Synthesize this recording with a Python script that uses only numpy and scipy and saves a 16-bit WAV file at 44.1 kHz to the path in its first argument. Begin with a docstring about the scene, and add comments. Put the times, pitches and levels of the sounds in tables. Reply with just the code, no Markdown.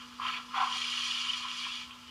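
"""At a model railway crossing, a small hand-worked mechanism lowers the barrier.
Two short scrapes take up the slack, then the linkage slides on with a grainy whirr, squeaks briefly
and comes to rest. The principle is stick-slip friction: tiny slips excite the low and high resonant
modes of the mechanism, and play in the linkage adds knocks and ticks on the same modes.
A steady hum and faint room noise lie beneath."""
import sys
import numpy as np
from scipy import signal
from scipy.fft import rfft, irfft, next_fast_len
from scipy.io import wavfile
from scipy.ndimage import map_coordinates

SR = 44100
rng = np.random.default_rng(int(sys.argv[2]) if len(sys.argv) > 2 else 0)


def persist_wave(psi):
    """Save psi, clipped to +-1, as 16-bit WAV."""
    counts = np.round(np.clip(psi, -1, 1) * 32767).astype(np.int16)
    wavfile.write(sys.argv[1], SR, np.atleast_2d(counts).T)


N = 92610  # 2.1 s

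# envelopes of the whirr and of its hiss: time_s, relative_level_db
WHIRR_ENVELOPE = [(0, -47), (.06, -54), (.19, -56), (.228, -41), (.285, -38), (.32, -42), (.38, -41.5),
                  (.44, -53), (.51, -53), (.56, -39.5), (.64, -41), (.78, -36), (1.12, -35), (1.3, -37),
                  (1.44, -40), (1.62, -37.5), (1.72, -38.5), (1.82, -42), (1.88, -53), (1.92, -48),
                  (1.96, -56), (2.1, -53)]
HISS_ENVELOPE = [(0.0, -57.5), (0.16, -59.5), (0.27, -50), (0.37, -52), (0.44, -59.5), (0.53, -56.5),
                 (0.57, -48.5), (0.69, -46.5), (0.78, -40), (0.84, -42), (1.06, -40), (1.32, -44),
                 (1.37, -43.5), (1.44, -49), (1.58, -44), (1.79, -48.5), (1.92, -60.5), (2.1, -60.5)]
# excitation spectra of the sliding contact: frequency_hz, density_db
WHIRR_SPECTRUM = [(900, -44), (1500, -21), (2100, -12.5), (2350, -7), (2700, -5.5), (2960, -1.5),
                  (3080, -1.5), (3230, -3.5), (3450, -4.5), (3800, -16), (5000, -45), (9000, -62)]
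HISS_SPECTRUM = [(2800, -57), (3800, -1), (4700, 1), (5200, -2), (5800, -5), (6300, -12), (6900, -9),
                 (8000, -20), (8900, -17.5), (10400, -23), (12000, -31), (13000, -41), (15500, -53)]
# high and treble modes of the mechanism: frequency_hz, gain_db
HIGH_MODES = [(1655, 3), (1812, 1), (1938, 3), (2261, 1), (2335, -1), (2455, 0), (2524, -2), (2700, -1),
              (2803, 2), (2886, 2), (2966, 2), (3165, -1), (3219, 3), (3413, 3), (3662, 4)]
TREBLE_MODES = [(3978, -2), (4155, 1), (4484, 0), (4760, 3), (5000, -2), (5502, -3), (5771, -3), (6013, -3),
                (6681, -2), (6900, -2), (8600, 1), (8950, 1), (10300, 0)]
def whirr():
    """Sliding friction: fine slips of the linkage excite the high modes and hiss above them."""
    force = slips(per_s=5000, spread_db=0.5, judder_db=1.5, judder_per_s=170)
    fine_force = slips(per_s=9000, spread_db=2.5, judder_db=1.12, judder_per_s=170)
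    slide = friction(force, envelope(WHIRR_ENVELOPE), HIGH_MODES, WHIRR_SPECTRUM,
                     width_hz=22, ring_db=-0.5, echo_db=-7)
    hiss = friction(fine_force, envelope(HISS_ENVELOPE), TREBLE_MODES, HISS_SPECTRUM,
                    width_hz=40, ring_db=-11, echo_db=1.5)
    return amp(1.07) * slide + amp(2.14) * hiss


# envelope of the scrapes: time_s, relative_level_db
SCRAPE_ENVELOPE = [(0, -49), (.06, -55), (.14, -58), (.18, -52), (.205, -50), (.216, -39), (.28, -36.5),
                   (.33, -43), (.385, -42), (.42, -51), (.49, -56), (.527, -48), (.548, -34), (.63, -38),
                   (.7, -46), (.77, -48.5), (1.34, -46), (1.42, -48.5), (1.47, -45), (1.53, -50),
                   (1.7, -49), (1.8, -53.5), (1.87, -56), (2.1, -60)]
# excitation spectrum of the scraping contact: frequency_hz, density_db
SCRAPE_SPECTRUM = [(450, -55), (700, -21.5), (880, -18.5), (950, -15.5), (1020, -1), (1230, -2.5),
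                   (1350, -1.5), (1450, -11), (2000, -13.5), (3000, -20), (6000, -65)]
# low modes of the mechanism: frequency_hz, gain_db
LOW_MODES = [(779, 3), (877, 2), (920, -3), (1008, 3), (1040, -6), (1098, 1), (1147, -4), (1188, 0),
             (1224, -1), (1262, -3), (1347, -1), (1410, -7), (1508, 4), (1655, 2)]
def scrape():
    """Stick-slip excitation: coarse slips ring the low modes."""
    force = slips(per_s=2500, spread_db=0.5, judder_db=1, judder_per_s=130)
    return amp(1) * friction(force, envelope(SCRAPE_ENVELOPE), LOW_MODES, SCRAPE_SPECTRUM,
                             width_hz=15.5, ring_db=-1.5, echo_db=-4.5)


# excitation spectrum of the loaded contact: frequency_hz, density_db
GRIND_SPECTRUM = [(350, -56), (550, -21.5), (690, -16), (780, -3.5), (850, -12.5), (990, 4.5), (1120, -3),
                  (1400, -18), (1520, -7.5), (1700, -30), (2300, -10.5), (3500, -42), (7000, -70)]
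def grind(start_s=0.535, attack_s=0.06, hold_s=0.04, release_db_per_s=150):
    """Friction under load: the contact grinds lower as the linkage starts to move, then dies away."""
    t = clock() - start_s
    attack = np.clip(t / attack_s, 0, 1)
    release = amp(-release_db_per_s * np.maximum(t - attack_s - hold_s, 0))
    force = slips(per_s=1800, spread_db=1, judder_db=0.5, judder_per_s=91)
    return friction(force, amp(-30) * attack * release, LOW_MODES, GRIND_SPECTRUM,
                    width_hz=28, ring_db=0, echo_db=-8.5)


# envelope of the rasp: time_s, level_db
RASP_ENVELOPE = [(.19, -75), (.2, -50), (.25, -46), (.3, -42), (.355, -42.5), (.39, -50), (.43, -60),
                 (.52, -66), (.555, -42), (.59, -40.5), (.66, -51), (.72, -75)]
# excitation spectrum of the rasping contact: frequency_hz, density_db
RASP_SPECTRUM = [(1200, -19), (1650, -5.5), (2000, -4), (2300, -3), (2750, -0.5), (2950, -15), (3600, -19),
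                 (4550, -3.5), (5500, -41), (8000, -36)]
def rasp():
    """Intermittent friction: dry, bunched slips excite the high modes while the slack is taken up."""
    force = slips(per_s=1400, spread_db=2, judder_db=4, judder_per_s=110)
    return friction(force, envelope(RASP_ENVELOPE), HIGH_MODES, RASP_SPECTRUM,
                    width_hz=13, ring_db=-1, echo_db=-13)


# catches of the slide: end_s, length_s, pitch_hz, relative_level_db
SQUEAKS = [(.272, .012, 3100, -35), (.292, .013, 2870, -31), (.34, .01, 2990, -33), (.353, .011, 2480, -34),
           (.589, .011, 2320, -32), (.73, .014, 2970, -31), (.79, .014, 3220, -33),
           (.834, .012, 2840, -34.5), (.848, .012, 2350, -35), (.857, .011, 2960, -32),
           (.928, .014, 2950, -31), (.98, .014, 2940, -29), (1.039, .014, 3180, -31),
           (1.116, .012, 3000, -28), (1.118, .013, 3430, -31), (1.159, .011, 2970, -31),
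           (1.179, .012, 2995, -31), (1.218, .013, 2895, -28.5), (1.259, .01, 2940, -33),
           (1.309, .028, 2965, -25.5), (1.506, .01, 3025, -35)]
def squeaks(swell_db=9, pitch_jitter=0.022, attack_s=0.0014, release_s=0.0019):
    """Self-excited vibration: slips lock briefly onto one resonance, swell unsteadily and break off."""
    t, out = clock(), np.zeros(N)
    jittered_time = np.cumsum(1 + pitch_jitter * wobble(500)) / SR
    for end_s, length_s, pitch_hz, level_db in SQUEAKS:
        swell = amp(level_db + swell_db * np.clip((t - end_s) / length_s, -1, 0))
        gate = np.clip((t - end_s + length_s) / attack_s, 0, 1) * np.clip((end_s - t) / release_s, 0, 1)
        out += swell * gate * np.sin(2 * np.pi * (pitch_hz * jittered_time + rng.random()))
    flutter = amp(wobble(400))
    return amp(1) * out * flutter


# impacts in the linkage: start_s, peak_db
KNOCKS = [(.1965, -28), (.215, -30), (.237, -31), (.251, -32), (.54, -31), (.555, -27), (.579, -23),
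          (.602, -26), (.612, -28), (.626, -24), (1.449, -32.5), (1.663, -35)]
TICKS = [(.6035, -26), (.782, -28), (1.033, -28), (1.271, -29), (1.514, -26), (1.908, -35)]
# excitation spectrum of a knock: frequency_hz, gain_db
KNOCK_SPECTRUM = [(780, -26), (900, -15), (1010, 0), (1130, 0), (1230, -4), (1350, -9), (1500, -22)]
def knocks_and_ticks():
    """Impact excitation: play in the linkage knocks on the low modes and ticks on the higher ones."""
    out = np.zeros(N)
    for start_s, peak_db in KNOCKS:
        add(out, start_s, peak_db, struck(LOW_MODES, KNOCK_SPECTRUM, t60_s=0.058))
    for start_s, peak_db in TICKS:
        add(out, start_s, peak_db, struck(HIGH_MODES + TREBLE_MODES, WHIRR_SPECTRUM, t60_s=0.005))
    return out


# envelope of a faint tone above the hum: time_s, level_db
TONE_ENVELOPE = [(.1, -75), (.4, -73), (.85, -68.5), (1.1, -83.5)]
# spectrum of the room noise: frequency_hz, density_db
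ROOM_SPECTRUM = [(20, -32), (40, -6), (60, -4), (95, 0.5), (130, -6), (190, -4.5), (300, -9), (450, -13.5),
                 (700, -14), (2000, -11), (6000, -15), (12000, -27.5), (15500, -26.5)]
def room(hum_fade_db_per_s=1.6, bump_s=1.885, bump_width_s=0.018, bump_hz=72):
    """Superposition: a slowly weakening hum, two faint higher tones, one soft bump and room noise."""
    t = clock()
    hum = amp(-57.5 - hum_fade_db_per_s * (t - t.mean())) * sine(pitch_hz=244.15)
    tone = envelope(TONE_ENVELOPE) * sine(pitch_hz=469.5)
    whine = amp(-69) * sine(pitch_hz=877)
    bump_gain = amp(-59) * np.exp(-((t - bump_s) / bump_width_s) ** 2)
    bump = bump_gain * np.sin(2 * np.pi * bump_hz * (t - bump_s))
    noise = amp(-59) * unit(coloured(rng.standard_normal(N), ROOM_SPECTRUM))
    return hum + tone + whine + bump + noise


def slips(per_s, spread_db, judder_db, judder_per_s):
    """Shot noise: tiny random slips of a rubbing contact, bunched by its judder."""
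    impulses = (rng.random(N) < per_s / SR) * rng.choice([-1, 1], N)
    sizes = amp(spread_db * rng.standard_normal(N))
    return unit(impulses * sizes * amp(judder_db * wobble(judder_per_s)))


def friction(force, gain, modes, spectrum, width_hz, ring_db, echo_db):
    """Source and filter: slips are heard as broadband noise and through the modes, following gain."""
    contact = unit(coloured(force, spectrum))
    ring, steady_ring = resonate(np.array([contact * gain, contact]), modes, width_hz)
    broadband = echoed(contact * gain, echo_db)
    return (broadband + amp(ring_db) * ring / steady_ring.std()) / (1 + amp(ring_db))


def resonate(x, modes, width_hz, wander_db=2.5, wander_per_s=24):
    """Forced resonance: x drives narrow modes, each waxing and waning as the contact moves along."""
    radius, out = np.exp(-np.pi * width_hz / SR), 0
    for hz, gain_db in modes:
        pole_real = radius * np.cos(2 * np.pi * hz / SR)
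        ring = signal.lfilter([1, -pole_real], [1, -2 * pole_real, radius ** 2], x)
        out = out + amp(gain_db + wander_db * wobble(wander_per_s)) * ring
    return out


def struck(modes, spectrum, t60_s, attack_s=0.0017):
    """Damped free vibration: a blow starts the modes, weighted by the spectrum of the contact."""
    t, ring = np.arange(SR // 10) / SR, 0
    for hz, gain_db in modes:
        contact_db = np.interp(hz, *np.transpose(spectrum))
        ring = ring + amp(gain_db + contact_db) * np.sin(2 * np.pi * (hz * t + rng.random()))
    attack = 1 - np.exp(-(t / attack_s) ** 2)
    return ring * attack * amp(-60 * t / t60_s)


def echoed(x, echo_db, t60_s=0.073):
    """Reverberation: x with dense, quickly fading reflections from the layout."""
    t = np.arange(SR // 8) / SR
    tail = rng.standard_normal(len(t)) * amp(-60 * t / t60_s)
    reflections = signal.fftconvolve(x, tail / np.linalg.norm(tail))[:N]
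    return (x + amp(echo_db) * reflections) / np.sqrt(1 + amp(echo_db) ** 2)


def amp(db):
    """Decibels to gain."""
    return 10 ** (np.asarray(db) / 20)


def unit(x):
    """Normalisation to rms 1."""
    return x / np.sqrt(np.mean(x ** 2) + 1e-20)


def clock():
    """The time of every sample in seconds."""
    return np.arange(N) / SR


def sine(pitch_hz):
    """A pure tone of rms 1."""
    return np.sqrt(2) * np.sin(2 * np.pi * pitch_hz * clock())


def envelope(rows):
    """Gain interpolated in decibels between (time_s, level_db) rows."""
    return amp(np.interp(clock(), *np.transpose(rows)))


def wobble(knots_per_s):
    """Smooth random modulation."""
    knots = rng.standard_normal(int(N * knots_per_s / SR) + 4)
    return map_coordinates(knots, [clock() * knots_per_s])


def filtered(x, response):
    """Linear filtering: the spectrum of x times a frequency response."""
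    n = x.shape[-1]
    padded = next_fast_len(n + SR // 8)
    return irfft(rfft(x, padded) * response(np.fft.rfftfreq(padded, 1 / SR)), padded)[..., :n]


def coloured(x, spectrum):
    """Spectral shaping by (frequency_hz, density_db) rows, joined on a logarithmic frequency axis."""
    hz, db = np.transpose(spectrum)
    return filtered(x, lambda f: amp(np.interp(np.log(f + 1), np.log(hz), db)))


def add(out, start_s, peak_db, sound):
    """Mix a sound into out at start_s with a peak of peak_db."""
    part = out[round(start_s * SR):][:len(sound)]
    part += amp(peak_db) * sound[:len(part)] / np.abs(sound).max()


def scene():
    """Superposition: all sources sum to one signal, alike in both channels."""
    mechanism = scrape() + rasp() + whirr() + grind() + knocks_and_ticks() + squeaks()
    return np.tile(mechanism + room(), (2, 1))


def record(dry, cutoff_hz=15400):
    """Band limiting: nothing above the cutoff passes."""
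    return filtered(dry, lambda hz: hz < cutoff_hz)


dry = scene()
out = record(dry)
persist_wave(out)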